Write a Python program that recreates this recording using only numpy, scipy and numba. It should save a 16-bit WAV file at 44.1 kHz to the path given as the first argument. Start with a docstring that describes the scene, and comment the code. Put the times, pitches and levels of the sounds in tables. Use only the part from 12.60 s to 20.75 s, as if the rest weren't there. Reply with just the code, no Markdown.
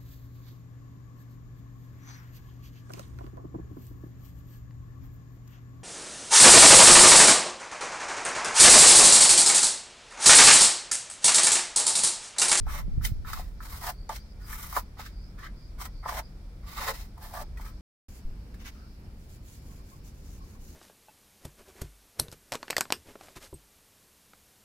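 """In a narrow yard, a plasterer smooths a damp cement wall. Sand grains hiss under his steel trowel and
shake its blade, which knocks where it lands or catches. After a moment of silence he rubs the wall
softly with a hand pad, while a thin, high whine is heard. Insects buzz in the trees over a low,
distant rumble, and a gust of wind briefly buffets the microphone."""
import sys
import numpy as np
from scipy import signal
from scipy.fft import rfft, irfft, next_fast_len
from scipy.io import wavfile
from scipy.ndimage import uniform_filter1d
from numba import njit

SR = 44100
rng = np.random.default_rng(int(sys.argv[2]) if len(sys.argv) > 2 else 0)


def persist_wave(psi):
    """Save psi, clipped to +-1, as 16-bit WAV."""
    counts = np.round(np.clip(psi, -1, 1) * 32767).astype(np.int16)
    wavfile.write(sys.argv[1], SR, np.atleast_2d(counts).T)


N = 359415
TIME = np.arange(N) / SR
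OPPOSITE = np.array([[1], [-1]])  # plus for the left ear, minus for the right
SILENCE_START_S, SILENCE_END_S = 5.209, 5.484

# the blade's low tones, damped by hand and mortar: (pitch [times the main one], width [Hz], level [dB])
BLADE_TONES = [(0.738, 129.5, 4.5), (0.999, 106.8, 9.5), (1.27, 130, 5), (1.9, 265, 0)]


def trowel():
    """The steel grips and slips unevenly on the wall, a little right of centre."""
    grip = wander(rate=70)
    rings, ticks = knocks()
    blade_gain, sand_gain, treble_gain, pitch_hz = strokes()
    body = blade(grip, blade_gain, pitch_hz) + rings
    sound = yard_echoes(body) + side_echo(body) + sand(grip, sand_gain, treble_gain, ticks) + zings()
    return sound * undb(-0.3 * OPPOSITE)


def strokes():
    """Each stroke lands, digs in, holds and lifts off, which sets the loudness and the blade's pitch."""
    # (start [s], dig in [s], hold [s], lift off [s], hiss [dB], its rise [dB], extra treble [dB],
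    #  blade [dB], its rise [dB], first pitch [Hz], last pitch [Hz])
    moves = [ (0.056, 0.064, 0.079, 0.046, -45.5, -1, 0, -35.5, 5.5, 1360, 1080),
             (0.408, 0.04, 0.0023, 0.072, -42.5, 9, 4.5, -41.5, 2, 1420, 1790),
             (0.636, 0.049, 0.099, 0.16, -52.5, 4, 1, -44, 5, 1460, 1000),
             (0.998, 0.032, 0.27, 0.061, -54.5, 2, 2.5, -47.5, -1, 1320, 900),
             (1.492, 0.0037, 0.071, 0.045, -48.5, 6, -4, -39, -38.5, 863, 900),
             (1.790, 0.12, 0.29, 0.048, -53.5, -1, 6.5, -45.5, -0.5, 1400, 993),
             (2.366, 0.02, 0.07, 0.097, -52, -1, -4.5, -42.5, -9, 1030, 1650),
             (2.768, 0.022, 0.078, .042, -55.5, 6, -9.5, -43, 18, 1350, 1597),
             (3.174, 0.027, 0.057, 0.035, -50.5, 3, 1, -41, 12, 1190, 1040),
             (3.424, 0.059, 0.11, 0.034, -47.5, 11, -1.5, -34, 10.5, 1080, 820),
             (4.026, 0.054, 0.34, 0.1, -52.5, 0.5, -1.5, -48, -10.5, 1157, 1020),
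             (4.566, 0.058, 0.2, 0.031, -55.5, 1.5, 2, -41.5, 10.5, 950, 850),
             (4.954, 0.034, 0.098, 0.062, -61.5, 7, 1, -50, 9, 1136, 1290), ]
    # the hand leans on the blade or eases off: (middle [s], length [s], change of hiss [dB])
    presses = [(0.753, 0.032, -2), (1.168, 0.067, 4.5), (1.281, 0.15, 9.5), (1.928, 0.023, 1.5),
               (2.171, 0.071, 11), (2.436, 0.058, -4), (3.236, .03, -5), (3.53, 0.028, -6.5),
               (4.248, 0.25, 10.5), (4.292, 0.052, 3.5), (4.645, 0.044, 1), (4.701, 0.069, -4.5),
               (4.768, 0.12, 3)]
    landing_s, lift_drop_db = .009, 30.5
    sand_bite_db, blade_bite_db = 23, 8  # how much louder each gets as the edge digs in
    blade_db_per_db = 1.83  # pressure shakes the blade more than it raises the hiss
    blade_gain, sand_gain, treble_gain = np.zeros(N), np.zeros(N), np.ones(N)
    pitch_hz = np.full(N, float(moves[0][-2]))
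    lean_db = sum(db * swell(at, length) for at, length, db in presses)
    for (at, dig, hold, lift, sand_db, sand_rise, treble_db,
         blade_db, blade_rise, first_hz, last_hz) in moves:
        on = (TIME > at) & (TIME < at + dig + hold + 2 * lift)
        t = TIME[on] - at
        progress = np.clip(t / (dig + hold), 0, 1)
        shallow = np.clip(1 - t / dig, 0, 1) ** 0.91
        lifting = undb(-lift_drop_db * np.maximum(t - dig - hold, 0) / lift)
        contact = np.minimum(t / landing_s, 1) * lifting
        sand_level = sand_db + sand_rise * (progress - .5) - sand_bite_db * shallow
        blade_level = blade_db + blade_rise * (progress - .5) - blade_bite_db * shallow
        sand_gain[on] += contact * undb(sand_level + lean_db[on])
        blade_gain[on] += contact * undb(blade_level + blade_db_per_db * lean_db[on])
        treble_gain[on] = undb(treble_db)
        pitch_hz[on] = first_hz * (last_hz / first_hz) ** progress
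    return blade_gain, sand_gain, treble_gain, pitch_hz


def blade(grip, gain, pitch_hz):
    """Coarse grains shake the blade; its pitch slides as more or less steel lies on the mortar."""
    # how well the blade passes each pitch to the air: (frequency [Hz], level [dB])
    carrying = [(150, -34), (380, -15), (520, -2), (800, 0), (1400, -2), (2150, 1), (2700, -13.5),
                (4000, 2), (8000, -14), (16000, -29.5)]
    # the whole plate groans under a heavy hand: (middle [s], length [s], pitch [Hz], level [dB])
    groans = [(0.169, 0.14, 610, -50), (4.213, 0.053, 526, -46), (4.28, 0.07, 513, -39),
              (4.316, 0.059, 506, -39), (4.793, 0.086, 524, -62)]
    wobbling_hz = pitch_hz * np.exp(.035 * wander(rate=40))
    push = grains(rate=4000, spread_db=1.5) * undb(4.2 * grip)
    ring = sum(undb(db) * resonate(push, wobbling_hz * ratio, float(width)) * (-1) ** k
               for k, (ratio, width, db) in enumerate(BLADE_TONES))
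    groan = sum(undb(db) * swell(at, length) * unit(resonate(push, np.full(N, float(hz)), 65.0))
                for at, length, hz, db in groans)
    return unit(colour(ring, carrying)) * gain * undb(-8.0) + colour(groan, carrying)


def sand(grip, gain, treble_gain, ticks):
    """Fine sand hisses along the whole edge and grit crackles, so each ear gets its own grains."""
    # sand under the steel edge: (frequency [Hz], level [dB])
    spectrum = [(400, -3), (1200, 4.5), (2200, 7.5), (2900, 1.5), (3900, 3.5), (5000, 6), (6300, 1),
                (7500, 0.5), (10500, -0.5), (13000, 2), (14700, 3.5), (16000, 2.5)]
    grit = np.array([grains(rate=14000, spread_db=-1.5) + undb(-1.5) * grains(rate=480, spread_db=1.5)
                     for _ in range(2)])
    rubbing = unit(grit) * undb(2.2 * grip + 3.0) * gain
    with_ring = np.array([ear + undb(-10.5) * steel(ear) for ear in rubbing + ticks])
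    hiss = rough_wall(colour(with_ring, spectrum))
    hiss += (treble_gain - 1) * band(hiss, 7000, "high")  # the treble depends on the edge's angle
    return hiss + band(hiss, 11000, "high") * np.array([[.25], [-.28]])  # the very top beams left


def knocks(rise_s=0.001, tick_s=0.0095, damping=1.84):
    """The blade lands or catches on a coarse grain, rings briefly and crushes a little sand."""
    # (time [s], peak [dB], pitch [Hz], gritty tick compared with the ring [dB])
    hits = [(0.066, -34, 826, -25), (0.41, -42, 1350, -34.5), (0.647, -37, 1345, -24),
            (0.731, -24, 1290, -6.5), (0.772, -33, 1076, -12), (0.793, -32.5, 760, -20),
            (1.003, -33, 1350, -25), (1.286, -27, 990, -10), (1.494, -24.5, 862, -13),
            (1.928, -31, 1730, -23), (2.028, -43, 1030, 6), (2.125, -31, 1124, -10.5),
            (2.1645, -16, 1150, -18), (2.1712, -14, 983, -33), (2.393, -31, 835, -15),
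            (2.46, -36, 1610, -1), (2.797, -48, 1800, -8), (3.199, -42, 1034, -13),
            (3.213, -33.5, 1050, -1.5), (3.253, -36, 1300, 1), (3.438, -39, 1310, -18),
            (3.458, -22, 944, -33.5), (3.491, -22.5, 1074, -10), (3.521, -27, 900, -18),
            (3.546, -32.5, 746, -16), (4.577, -41.5, 924, -10.5), (4.736, -32, 860, -24),
            (4.813, -37, 614, -3), (4.972, -42.5, 1940, -6), (4.995, -37.5, 920, -22),
            (5.942, -49, 1680, -1)]
    hard_db = -19.5  # knocks weaker than this rise more slowly
    rings, ticks = np.zeros(N), np.zeros((2, N))
    t = np.arange(4096) / SR
    for at, db, hz, tick_db in hits:
        ring = sum(undb(tone_db) * np.sin(2 * np.pi * hz * ratio * t)
                   * np.exp(-np.pi * damping * width * t) for ratio, width, tone_db in BLADE_TONES)
        push_s = rise_s * undb(.6 * max(hard_db - db, 0))
        ring *= 1 - np.exp(-(t / (2 * push_s)) ** 2)
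        add(rings, at, undb(db) * ring / np.abs(ring).max())
        crush = rng.standard_normal((2, len(t))) * np.exp(-t / tick_s)
        add(ticks, at, undb(db + tick_db) * crush / 2)
    return rings, ticks


def zings():
    """The bare edge skips, and clear of the damp mortar the plate rings brightly for a moment."""
    # (middle [s], length [s], level [dB])
    skips = [(0.452, 0.012, -27.5), (0.468, 0.1, -62), (0.726, 0.015, -46), (1.493, 0.0041, -36.5),
             (2.853, .07, -72)]
    force = swells(skips)
    gain = 1 / np.std(steel(noise()[0]))
    return gain * np.array([steel(ear * force) for ear in noise()])


def steel(push):
    """A push makes the steel plate ring at its high tones."""
    # (pitch [Hz], width [Hz], level [dB])
    tones = [(1450, 23, -7.5), (2020, 100, 5), (3060, 74, 0), (3650, 73, -2), (4030, 20, -8),
             (4530, 320, -6), (5200, 82, -6.5), (6260, 330, -1.5), (7940, 75, -4), (8580, 47, -1),
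             (10200, 51, -3), (14200, 80, -30.5)]
    return sum(undb(db) * resonate(push, np.full(N, float(hz)), float(width)) for hz, width, db in tones)


def pad():
    """The soft pad swishes over the grains, scuffs as it changes hands and squeaks a little."""
    # the tone of the swish and of the scuffs: (frequency [Hz], level [dB])
    swish_spectrum = [(800, 2), (2000, 7.5), (3500, 9), (5000, 8.5), (6700, 14), (8800, 6.5), (11500, 11.5),
                      (13500, 7), (16000, 8)]
    scuff_spectrum = [(500, -20), (1100, -3.5), (2000, 0.5), (3500, -6), (6000, -8), (8000, -16.5),
                      (16000, -14)]
    # gritty scuffs: (middle [s], length [s], level [dB])
    scuffs = [(6.015, 0.058, -59.5), (6.072, 0.069, -50), (6.145, 0.19, -69.5)]
    # faint squeaks: (middle [s], length [s], pitch [Hz], width [Hz], level [dB])
    squeaks = [(6.21, 0.19, 1366, 260, -70.5), (7.114, 0.062, 1080, 80, -73), (7.21, 0.055, 1085, 60, -71),
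               (7.336, 0.05, 1084, 60, -66), (7.829, 0.058, 1083, 60, -65), (7.96, 0.055, 1087, 80, -71)]
    fine = np.array([grains(rate=6000, spread_db=4.0) for _ in range(2)])
    swish = unit(colour(fine, swish_spectrum)) * undb(1.6 * wander(rate=60) + 6.5) * wipes()
    crumbs = np.array([grains(rate=3000, spread_db=2.0) for _ in range(2)])
    scuff = unit(colour(crumbs, scuff_spectrum)) * swells(scuffs) * undb(5.5)
    squeak = sum(undb(db) * swell(at, length) * buzz(hz, width) for at, length, hz, width, db in squeaks)
    return rough_wall(swish + scuff) + squeak * undb(8.5)


def wipes():
    """The hand speeds up and slows down once in every wipe, and the loudness follows its speed."""
    # wipes to and fro: (start [s], length [s], level [dB])
    moves = [(5.453, 0.17, -63), (6.557, 0.15, -72.5), (6.675, 0.11, -65), (6.823, 0.19, -63),
             (7, 0.23, -66), (7.23, 0.18, -67), (7.425, .10, -66), (7.51, 0.2, -71.5), (7.63, 0.18, -65.5),
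             (7.804, 0.19, -68.5), (7.98, 0.2, -64)]
    gains = (undb(db) * np.abs(swell(at + length / 2, length)) ** .8 for at, length, db in moves)
    return np.sqrt(sum(gain ** 2 for gain in gains))


def rough_wall(sound, patches=4, patches_per_s=2.3):
    """The rough wall smears every grain, and differently as the tool travels over it."""
    place = patches_per_s * TIME
    shares = (np.clip(1 - np.abs((place - k) % patches - patches / 2), 0, 1) for k in range(patches))
    return sum(smear(sound * np.sqrt(share)) for share in shares)


def smear(sound, decay_s=0.0025):
    """A quick burst of tiny echoes blurs a sound but changes its tone only gently."""
    t = np.arange(640) / SR
    spectrum = rfft(rng.standard_normal((2, len(t))) * np.exp(-t / decay_s), 2048)
    burst = irfft(spectrum / np.abs(spectrum) ** .72)[:, :len(t)]  # flatten the peaks and dips
    burst /= np.sqrt(np.sum(burst ** 2, axis=1, keepdims=True))
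    return signal.fftconvolve(sound, burst, axes=1)[:, :N]


def yard_echoes(sound, fade_60_db_s=.1, tail_db=-8):
    """The narrow yard adds a few close echoes and a short, scattered tail."""
    # echoes from the wall, the ground and the fence: (delay [s], gain [factor])
    left = [(.00195, 0.12), (.0046, .15), (.00685, 0.34), (0.013, 0.22)]
    right = [(.00165, 0.35), (.0041, 0.18), (.00695, 0.34), (0.0136, .16)]
    t = np.arange(int(.3 * SR)) / SR
    response = rng.standard_normal((2, len(t))) * undb(-60 * t / fade_60_db_s)
    response *= np.minimum(t / 0.0063, 1)
    side = (response[0] - response[1]) / 2
    response -= band(side, 800, "low") * OPPOSITE  # low sounds reach both ears alike
    response *= undb(tail_db) / np.sqrt(np.sum(response ** 2) / 2)
    response[:, 0] += 1  # the direct sound
    for ear, echoes in zip(response, (left, right)):
        for delay, gain in echoes:
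            ear[int(delay * SR)] += gain
    return signal.fftconvolve(sound[None], response, axes=1)[:, :N]


def side_echo(sound, level_db=-3.5, delay_s=0.00265):
    """An echo from the side makes the higher sounds differ between the ears."""
    highs = signal.sosfilt(signal.butter(5, 1080, "high", fs=SR, output="sos"), sound)
    return undb(level_db) * np.pad(highs, (int(delay_s * SR), 0))[:N] * OPPOSITE


def wind(rise_db_per_s=76, fall_db_per_s=43):
    """Swirls of air rumble at each side of the microphone; the strongest are single thumps."""
    # gusts that build quickly and die away slowly: (time of peak [s], level [dB])
    gusts = [(0.02, -29), (.39, -24)]
    # thumps of air: (time [s], level [dB], pitch [Hz], left minus right [dB])
    buffets = [(0.28, -34.5, 156, 25), (0.377, -25.5, 97, -23), (0.518, -20.5, 94, -11),
               (5.646, -23.5, 18.5, 1)]
    # the rumble: (frequency [Hz], level [dB])
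    spectrum = [(8, -8), (25, 16), (70, -0.5), (130, -6.5), (250, -20), (500, -57.5), (2000, -71.5)]
    strength = sum(undb(db - np.maximum(rise_db_per_s * (at - TIME), fall_db_per_s * (TIME - at)))
                   for at, db in gusts)
    rumble = unit(colour(noise(), spectrum)) * strength * undb([[-2.0], [1.0]])
    t = np.arange(16384) / SR
    for at, db, hz, pan_db in buffets:
        thump = np.sin(2 * np.pi * hz * t) * (hz * t) * np.exp(-3.0 * hz * t)
        add(rumble, at, undb(db + OPPOSITE * pan_db / 2 - 2.0) * thump / thump.max())
    return rumble


def insects():
    """A thin chorus buzzes, and one nearer insect rasps in short chirps."""
    # the chorus: (pitch [Hz], width [Hz], level [dB])
    voices = [(2346, 66, -80.5), (4910, 1500, -69)]
    # the nearer insect: (middle [s], length [s], pitch [Hz], level [dB])
    chirps = [(1.41, 0.2, 4580, -66), (1.612, 0.049, 4750, -63), (1.715, 0.046, 4920, -64),
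              (1.865, 0.11, 4900, -62.5), (2.59, 0.2, 4750, -66), (2.667, 0.14, 5070, -69),
              (3.033, 0.18, 4850, -67.5), (3.387, 0.13, 4600, -65), (3.478, 0.088, 4900, -60),
              (3.663, 0.083, 4870, -63), (6.19, 0.037, 5200, -71.5), (6.453, 0.038, 5250, -73)]
    flicker = undb(2.2 * wander(rate=12))
    chorus = flicker * sum(buzz(hz, width) * undb(db) for hz, width, db in voices)
    rasp = unit(slow_noise(144))
    tones = sum(undb(db) * swell(at, length) * np.sin(2 * np.pi * hz * TIME)
                for at, length, hz, db in chirps)
    return chorus + rasp * tones * undb(6.5)


def whine():
    """A thin, faint, very high whine."""
    return buzz(hz=14040, width_hz=60) * undb(-79)


def background(spectrum, rumble_db, air_db):
    """A distant rumble, nearly alike at both ears in the bass, under a faint, wide hiss."""
    # how much the ears differ, and the tone of the hiss: (frequency [Hz], level [dB])
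    width = [(60, -21), (120, -18.5), (220, -15.5), (400, -9.5), (700, -5.5), (1300, 1), (3000, -0.5)]
    air_spectrum = [(2000, -8), (3600, 6), (5500, -4.5), (7000, 2.5), (10000, 1.5), (16000, -2.0)]
    middle, side = colour(noise(), spectrum)
    gain = undb(rumble_db + wander(rate=8.2)) / np.std(middle)
    rumble = gain * (middle + colour(side, width) * OPPOSITE)
    return rumble + undb(air_db) * unit(colour(noise(), air_spectrum))


def undb(db):
    """Turn decibels into a gain."""
    return 10 ** (np.asarray(db) / 20)


def unit(sound):
    """Scale a sound to an average (rms) level of 1."""
    return sound / np.sqrt(np.mean(sound ** 2))


def noise():
    """Separate white noise for left and right."""
    return rng.standard_normal((2, N))


def slow_noise(hz):
    """Noise with the parts above hz turned down."""
    return signal.sosfilt(signal.butter(2, hz, fs=SR, output="sos"), noise())


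def buzz(hz, width_hz):
    """A narrow, rasping noise around one pitch, different at each ear."""
    phase = 2 * np.pi * hz * TIME
    return unit(slow_noise(width_hz / 2) * np.cos(phase) + slow_noise(width_hz / 2) * np.sin(phase))


def grains(rate, spread_db):
    """Random clicks of sand grains of mixed sizes, about `rate` of them a second."""
    hit = rng.random(N) < rate / SR
    sign = rng.choice([-1, 1], N)
    size = undb(spread_db * np.minimum(rng.exponential(size=N), 4))
    return unit(hit * sign * size)


def wander(rate):
    """A curve that drifts to a new random value `rate` times a second."""
    values = rng.standard_normal(N // 20)
    return np.interp(TIME * rate, np.arange(len(values)), values)


def swell(at, length):
    """A smooth rise and fall centred on a time."""
    return np.cos(np.pi * np.clip((TIME - at) / length, -.5, .5))


def swells(rows):
    """Several swells added up, each at its own level."""
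    return sum(undb(db) * swell(at, length) for at, length, db in rows)


def colour(sound, points):
    """Shape a sound's tone with a curve of (frequency [Hz], level [dB]) points."""
    hz, db = np.transpose(points)
    size = next_fast_len(N + 4096)
    frequencies = np.maximum(np.arange(size // 2 + 1) * SR / size, 1)
    gain = undb(np.interp(np.log(frequencies), np.log(hz), db))
    return irfft(rfft(sound, size) * gain, size)[..., :N]


def band(sound, hz, keep):
    """Keep the "low" or "high" part of a sound, split at hz, without delaying it."""
    return signal.sosfiltfilt(signal.butter(2, hz, keep, fs=SR, output="sos"), sound)


@njit
def resonate(push, hz, width_hz):
    """A filter that rings at a pitch that can move; the narrower it is, the longer it rings."""
    ring, band_state, low_state = np.empty(len(push)), 0., 0.
    for i in range(len(push)):
        step, damping = np.tan(np.pi * hz[i] / SR), width_hz / hz[i]
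        swing = (band_state + step * (push[i] - low_state)) / (1 + step * (step + damping))
        band_state = 2 * swing - band_state
        low_state += 2 * step * swing
        ring[i] = damping * swing
    return ring


def add(track, at, sound):
    """Mix a sound into a track at a time in seconds."""
    start = max(int(at * SR), 0)
    part = sound[..., :N - start]
    track[..., start:start + part.shape[-1]] += part


def scene():
    """Trowel work, then pad work, in the same yard."""
    # the distant rumble during each job: (frequency [Hz], level [dB])
    trowel_rumble = [(12, -20), (20, -4.5), (43, 4), (69, -3), (124, -13.5), (200, -16.5), (254, -22.5),
                     (1190, -41), (1330, -39.5), (1680, -43.5), (2330, -44.5), (2770, -51), (3600, -50.5),
                     (4680, -85), (7920, -120)]
    pad_rumble = [(12, -31), (20, 3.5), (54, 4), (87, -1.5), (156, -9.5), (192, -9.5), (427, -22),
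                  (691, -29), (908, -31), (1100, -34), (1300, -35), (3000, -41), (3900, -61), (6600, -120)]
    before, after = TIME < SILENCE_START_S, TIME > SILENCE_START_S
    first = trowel() + wind() + background(trowel_rumble, rumble_db=-41, air_db=-70.5) * before
    second = (whine() + pad() + background(pad_rumble, rumble_db=-44, air_db=-69.5)) * after
    return first + second + insects()


def record(dry, top_hz=15800):
    """The sound drops out between the two jobs, and the highest treble is cut."""
    audible = (TIME < SILENCE_START_S) | (TIME > SILENCE_END_S)
    fade = uniform_filter1d(1. * audible, size=64)
    return signal.sosfilt(signal.ellip(10, .2, 80, top_hz, fs=SR, output="sos"), dry * fade)


dry = scene()
out = record(dry)
persist_wave(out)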